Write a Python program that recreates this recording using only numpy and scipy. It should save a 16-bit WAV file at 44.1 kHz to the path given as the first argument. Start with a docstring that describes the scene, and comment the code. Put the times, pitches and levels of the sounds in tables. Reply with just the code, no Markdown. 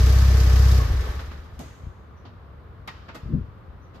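"""A car is switched off in a workshop

A four-cylinder car idles, heard from behind: its firings make the tailpipe throb and burble, while
belts whirr and valves tick. It is switched off, turns over a few more times, puffing without firing,
and comes to rest with a clunk. Latch-like clacks and dull thuds follow over the hum of the large hall."""
import sys
import numpy as np
from scipy import signal
from scipy.fft import rfft, irfft
from scipy.io import wavfile
from scipy.ndimage import uniform_filter1d

SR = 44100
rng = np.random.default_rng(int(sys.argv[2]) if len(sys.argv) > 2 else 0)


def wav_out(sig):
    """Save sig, one row per channel (or a flat mono array), as 16-bit PCM at SR to the path in sys.argv[1]."""
    wavfile.write(sys.argv[1], SR, np.round(np.clip(np.atleast_2d(sig).T, -1, 1) * 32767).astype(np.int16))


N = 176400
T = np.arange(N) / SR


def from_db(db):
    return 10 ** (np.asarray(db) / 20)


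def rms_one(x):
    """Scale a signal so that its average power is 1."""
    return x / np.sqrt(np.mean(x ** 2) + 1e-20)


def in_time(rows):
    """Join (time, values...) rows into one curve per value column."""
    times, *columns = np.transpose(rows)
    return [np.interp(T, times, column) for column in columns]


def at_hz(points, hz):
    """Read between (frequency, value) points on a musical pitch scale."""
    frequencies, values = np.transpose(points)
    return np.interp(np.log(hz + 1), np.log(frequencies), values)


def drift(per_s):
    """A slow random wobble, about 1 in size."""
    knots = rng.standard_normal(400)
    return np.interp(T * per_s, np.arange(len(knots)), knots)


def dying(start, t60):
    """Stay at 1 until start, then fade by 60 dB every t60 seconds (the fade time)."""
    return from_db(-60 * np.maximum(T - start, 0) / t60)


def noise(spectrum=None):
    """Stereo noise of a given colour: alike on both sides in the bass, wider higher up,
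    opposite near 9.5 kHz and alike again near 13 kHz, with a few short echoes."""
    # how alike left and right are: (frequency [Hz], likeness [1 = same, -1 or less = opposite])
    likeness = [(60, 0.86), (170, 0.77), (420, 0.87), (730, -0.061), (1200, 0.35), (1970, 0.19),
                (5400, -0.019), (8500, 0.13), (9300, -1.13), (10100, -1.01), (11000, 0.076), (12300, 0.63),
                (13700, 1), (14300, -0.049)]
    echo_delays_s = (.0017, .0031, .0052, .0083)
    echo_share = .35
    hz = np.arange(N // 2 + 1) * SR / N
    alike = np.clip(at_hz(likeness, hz), -1, 1)
    mid, diffuse = rfft(rng.standard_normal((2, N)))
    echoes = sum((-1) ** k * np.exp(-2j * np.pi * hz * s) for k, s in enumerate(echo_delays_s))
    side = np.sqrt(echo_share / len(echo_delays_s)) * echoes * mid + np.sqrt(1 - echo_share) * diffuse
    both = np.sqrt(1 + alike) * mid + np.sqrt(1 - alike) * side * [[1], [-1]]
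    if spectrum is not None:
        top_hz = spectrum[-1][0]
        both = both * from_db(at_hz(spectrum, hz)) / (1 + (hz / top_hz / 2) ** 4)
    return rms_one(irfft(both, N))


def band(x, low_hz, high_hz, order=2):
    """Keep one range of frequencies, at power 1."""
    sos = signal.butter(order, [low_hz, high_hz], "band", fs=SR, output="sos")
    return rms_one(signal.sosfilt(sos, x))


def evened(x):
    """Flatten the random swells of a narrow band of noise."""
    power = uniform_filter1d(np.mean(x ** 2, axis=0), size=900)
    return rms_one(x / np.sqrt(power + .3))


def bursts(cycles, delay, length, depth, uneven_db):
    """One burst of uneven strength per cycle over a steady part; delay, rise and length are in cycles."""
    rise = .07
    number, age = np.divmod(cycles - delay + rise / 2 + 8, 1)
    strength = from_db(uneven_db * rng.standard_normal(2000))[number.astype(int)]
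    edges = np.clip(np.minimum(age, 1 - age) / rise, 0, 1)
    return rms_one(1 + depth * strength * edges * np.exp(-age / length))


def struck(hits, tones, soft_hz):
    """Short pushes set an object's own tones ringing; the sound is dulled above soft_hz."""
    times, hit_db = np.transpose(hits)
    pushes, out = np.zeros(N) + 1e-18, 0
    pushes[(times * SR).astype(int)] = from_db(hit_db)
    for hz, db, t60 in tones:
        decay, angle = from_db(-60 / (t60 * SR)), 2 * np.pi * hz / SR  # per sample
        feedback = [1, -2 * decay * np.cos(angle), decay ** 2]
        out = out + from_db(db) * signal.lfilter([0, np.sin(angle)], feedback, pushes)
    return signal.sosfilt(signal.butter(2, soft_hz, fs=SR, output="sos"), out)


def resonances(tones):
    """A rough flow keeps narrow tones ringing, each straying about half a percent in pitch."""
    rush, out = noise(), 0
    for hz, width, db in tones:
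        clock = T + .005 * np.cumsum(drift(14)) / SR
        ring = band(rush, hz - width / 2, hz + width / 2)
        straying = np.array([np.interp(clock, T, side) for side in ring])
        out = out + from_db(db) * evened(straying)
    return out


def hall_hum():
    """The hall's steady, deep background noise."""
    # colour of the hum: (frequency [Hz], level [dB])
    colour = [(20, -30), (40, -7), (72, 4), (150, -7.5), (250, -16), (450, -16.5), (750, -20.5),
              (1230, -19), (2400, -35), (4000, -41), (7000, -56.5), (9000, -59.5), (12000, -52.5),
              (15000, -63)]
    return from_db(-44.5) * noise(colour)


def squeaks():
    """Thin, brief squeaks: narrow bands of noise that start fast and fade."""
    # each squeak: (time [s], length [s], pitch [Hz], width [Hz], level [dB])
    events = [(0.795, 0.057, 1104, 11, -35.5), (2.165, 0.071, 5830, 500, -73),
              (3.816, 0.07, 5960, 140, -71)]
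    rush, out = noise(), 0
    for start, length, hz, width, db in events:
        tone = evened(band(rush, hz - width / 2, hz + width / 2))
        onset = np.clip((T - start) / 0.009, 0, 1)
        out = out + from_db(db) * tone * onset * np.exp(-((T - start) / length) ** 2)
    return out


def hiss():
    """The clunk at standstill leaves a fading hiss with a high metallic ring in it."""
    # colour of the hiss: (frequency [Hz], level [dB])
    colour = [(1800, 0), (8500, -12), (12000, -18.5), (15000, -26)]
    clunk_s = 1.592
    ring = from_db(-62.5) * band(noise(), 6150, 6880) * dying(clunk_s, t60=1.1)
    rush = from_db(-52) * noise(colour) * dying(clunk_s, t60=0.93)
    return (T >= clunk_s) * (ring + rush)


def thuds():
    """Dull bumps ring a panel; the heaviest come with a low shuffling swell."""
    # each bump: (time [s], level [dB])
    bumps = [(1.835, -29.5), (1.868, -25.5), (2.795, -33), (3.232, -27.5), (3.258, -24), (3.275, -25.5),
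             (3.332, -16), (3.378, -22), (3.412, -24), (3.485, -30.5), (3.70, -36)]
    # the panel's tones: (pitch [Hz], level [dB], fade time [s])
    panel = [(62, -8.5, 0.21), (91.1, -5, 0.17), (126, -8.5, 0.093), (195, -22, .06)]
    # colour of the shuffle: (frequency [Hz], level [dB])
    shuffle = [(40, -13), (120, 2.5), (230, 1), (400, -15), (550, -22.5), (800, -63), (2000, -72)]
    peak_s, rise_s, fall_s = 3.345, 0.029, 0.034
    swell = np.exp(np.minimum((T - peak_s) / rise_s, (peak_s - T) / fall_s))
    return struck(bumps, panel, soft_hz=420) + from_db(-22) * swell * noise(shuffle)


def clacks():
    """Metal parts meet in a short rattle of contacts, and the hall rings on after each clack."""
    # each clack: (time [s], rise [s], fade time [s], low [dB], middle [dB], high [dB], top [dB])
    events = [(1.19, 0.0051, 0.13, -43.5, -38.5, -43, -61), (1.309, 0.0075, 0.21, -44, -42.5, -50, -76),
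              (1.591, 0.014, 0.21, -33.5, -48, -49, -52), (2.248, 0.011, 0.17, -40.5, -49, -51, -95),
              (2.874, 0.0064, 0.12, -38.5, -33, -37, -53.5), (3.081, 0.016, 0.11, -36, -34.5, -43, -78),
              (3.143, 0.01, 0.15, -35, -40.5, -43.5, -51.5), (3.936, 0.024, 0.19, -41.5, -49, -52.5, -65)]
    # those four ranges: (low edge [Hz], high edge [Hz], hall fade time [s], hall level [dB])
    ranges = [(165, 665, 0.59, -15.5), (793, 2840, 0.92, -15.5), (2840, 5200, 1.1, -16.5),
              (6000, 13500, 0.96, -18.5)]
    # colour of the metal parts: (frequency [Hz], level [dB])
    colour = [(160, 5), (250, 1), (440, -8), (650, -1.5), (1240, 8), (2300, -0.5), (3700, -4), (5100, -7.5),
              (7300, -7), (8800, -14.5), (11500, -8.5), (15000, -19)]
    contacts_per_s = 170
    out, body = 0, noise(colour)
    for k, (low_hz, high_hz, hall_t60, hall_db) in enumerate(ranges):
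        near_power, hall_power = 0, 0
        for start, rise, t60, *levels in events:
            onset = from_db(levels[k]) * np.clip((T - start) / rise, 0, 1)
            near_power += (onset * dying(start, t60)) ** 2
            hall_power += (onset * dying(start, hall_t60) * from_db(hall_db)) ** 2
        rattle = bursts(T * contacts_per_s, delay=0, length=.3, depth=.6, uneven_db=2)
        loudness = np.sqrt(near_power * rattle ** 2 + hall_power)
        out = out + band(body, low_hz, high_hz, order=3) * loudness
    return out


def snaps():
    """Hard contacts in the clacks: a crack, and a metal ring that reaches each side by two paths."""
    # each contact: (time [s], ring level [dB], crack level [dB])
    contacts = [(1.592, -65, -43), (1.599, -62, -54), (2.876, -41, -49), (2.882, -46.5, -52),
                (3.088, -46, -66), (3.15, -54.5, -53), (3.156, -48, -50)]
    # the metal's tones: (pitch [Hz], level [dB], fade time [s])
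    latch = [(910, -6.5, 0.15), (1198, -7, 0.14), (1465, -3.5, 0.097), (1887, -7, 0.17), (2093, -3.5, .08),
             (2580, -14, .14), (3590, -22, .12)]
    path_spread_s = .004
    crack = sum(from_db(db) * (T >= s) * dying(s, t60=.016) for s, _, db in contacts)
    rings = []
    for side in range(2):
        hits = [(s + delay, db) for s, db, _ in contacts for delay in rng.uniform(0, path_spread_s, 2)]
        rings.append(struck(hits, latch, soft_hz=12000))
    return crack * band(noise(), 1400, 12000) + np.array(rings)


def engine_noise(turns):
    """Gas burbles at each firing, belts and engine block whirr, and valves tick between the firings."""
    # how loud the engine's noise is: (time [s], middle level [dB], treble level [dB])
    effort = [(0, -0.5, 1), (.5, -0.5, 0), (.76, -0.5, 1), (.84, -2, -5), (.93, -4.5, -8), (1.1, -4.5, -10),
              (1.27, -12.5, -18.5), (1.5, -21.5, -29), (1.8, -25.5, -34), (2.3, -60, -65)]
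    # colours of the gas, the belts and the valves: (frequency [Hz], level [dB])
    gas_colour = [(150, 1.5), (250, -10.5), (360, -9.5), (520, -9), (900, -20), (2000, -48)]
    belt_colour = [(200, 2.5), (600, -3.5), (820, -3), (940, -1), (1200, -2.5), (1850, -1), (2400, -9),
                   (4000, -9), (8000, -61)]
    valve_colour = [(1000, -8), (2500, -4), (3500, -6), (4900, 0), (6200, -3.5), (7600, -10.5),
                    (8700, -13.5), (11300, -10), (13000, -12.5), (14200, -17.5), (15500, -39)]
    # tones of the silencer and of the engine block: (pitch [Hz], width [Hz], level [dB])
    silencer = [(441.3, 11, -43), (611, 25, -50), (738.4, 13, -50)]
    block = [(825, 52, -50), (1128.4, 33, -46.5), (1248, 61, -48), (1542, 22, -52.5), (1760, 39, -49.5)]
    middle, treble = from_db(in_time(effort))
    firings = 2 * turns  # four cylinders fire twice per turn
    gas = from_db(-39) * band(noise(gas_colour), 210, 3000, order=3)
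    gas *= bursts(firings, delay=-0.15, length=0.67, depth=1.8, uneven_db=0.5)
    burble = gas + resonances(silencer)
    burble *= bursts(2 * firings, delay=0, length=0.98, depth=1.2, uneven_db=3)
    whirr = from_db(-35.5) * noise(belt_colour)
    whirr *= bursts(2 * firings, delay=0.7, length=0.5, depth=0.77, uneven_db=2)
    valves = from_db(-38) * noise(valve_colour)
    valves *= bursts(firings, delay=.68, length=0.27, depth=0.82, uneven_db=3)
    return middle * (whirr + resonances(block)) + treble * valves + np.sqrt(middle * treble) * burble


def exhaust(turns):
    """The throb of the firings dies at switch-off; a sinking hum remains as unfired puffs ring the pipe."""
    # tones of the idle throb: (pitch [cycles per turn], relative level [dB])
    idle_tones = [(2, -18), (3, -22), (4, 1.5), (5, -47), (6, -8), (7, -18.5), (8, -16), (9, -23.5),
                  (10, -30), (12, -24)]
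    # tones of the unfired engine: (pitch [cycles per turn], level [dB], fade [dB/s])
    coast_tones = [(4, -24, 50), (6, -23, 55), (8, -17.5, 85)]
    # puffs as the engine runs down: (time [s], level [dB])
    puffs = [(.903, -18.5), (.938, -21.5), (.987, -22), (1.087, -24.5), (1.168, -32), (1.275, -31.5),
             (1.385, -37), (1.525, -37.5)]
    # the tailpipe's tones: (pitch [Hz], level [dB], fade time [s])
    pipe = [(36.3, -17, 0.42), (61.2, -1, 0.5), (74.8, 2.5, 0.43), (110, -9, 0.36)]
    switch_off_s, throb_fade_db_per_s = 0.77, 146
    since_off = np.maximum(T - switch_off_s, 0)
    firing = from_db(-throb_fade_db_per_s * since_off)
    throb, coast = 0, 0
    for per_turn, db in idle_tones:
        waver_db = .7 * drift(10.7) * (db < -5)  # only the weaker tones
        throb -= from_db(db + waver_db) * np.sin(2 * np.pi * per_turn * turns)
    for per_turn, db, fade in coast_tones:
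        waver_db = 1.5 * drift(8.1)
        coast -= from_db(db - fade * since_off + waver_db) * np.sin(2 * np.pi * per_turn * turns)
    throb = from_db(-13.5 + .5 * drift(9.7)) * rms_one(throb)
    return firing * throb + (1 - firing) * coast + struck(puffs, pipe, soft_hz=140.3)


def scene():
    """The hall's hum, the car and the small sounds after it."""
    # how fast the engine's crankshaft spins: (time [s], speed [turns/s])
    crank_speed = [(0, 15.7), (.22, 16.4), (.5, 15.74), (.66, 16.3), (.78, 15.9), (.84, 13.9), (.92, 12.1),
                   (1.02, 10.8), (1.3, 8.8), (1.45, 7), (1.58, 1)]
    first_firing_s = .0404
    speed, = in_time(crank_speed)
    turns = np.cumsum(speed) / SR - first_firing_s * speed[0]
    mix = (hall_hum() + exhaust(turns)) * from_db([[.4], [-.4]])  # barely to the left
    mix += thuds() * from_db([[2], [-2]])  # further left
    mix += engine_noise(turns) + clacks()
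    for _ in range(2):  # two layers, each with its own randomness
        mix += snaps() + hiss()
    return mix + squeaks()


def record(dry):
    """The microphone drops the deepest bass and the highest treble."""
    bass_cut = signal.butter(4, 23, "high", fs=SR, output="sos")
    treble_cut = signal.ellip(10, .1, 80, 15100, fs=SR, output="sos")
    return signal.sosfilt(treble_cut, signal.sosfilt(bass_cut, dry))


dry = scene()
out = record(dry)
wav_out(out)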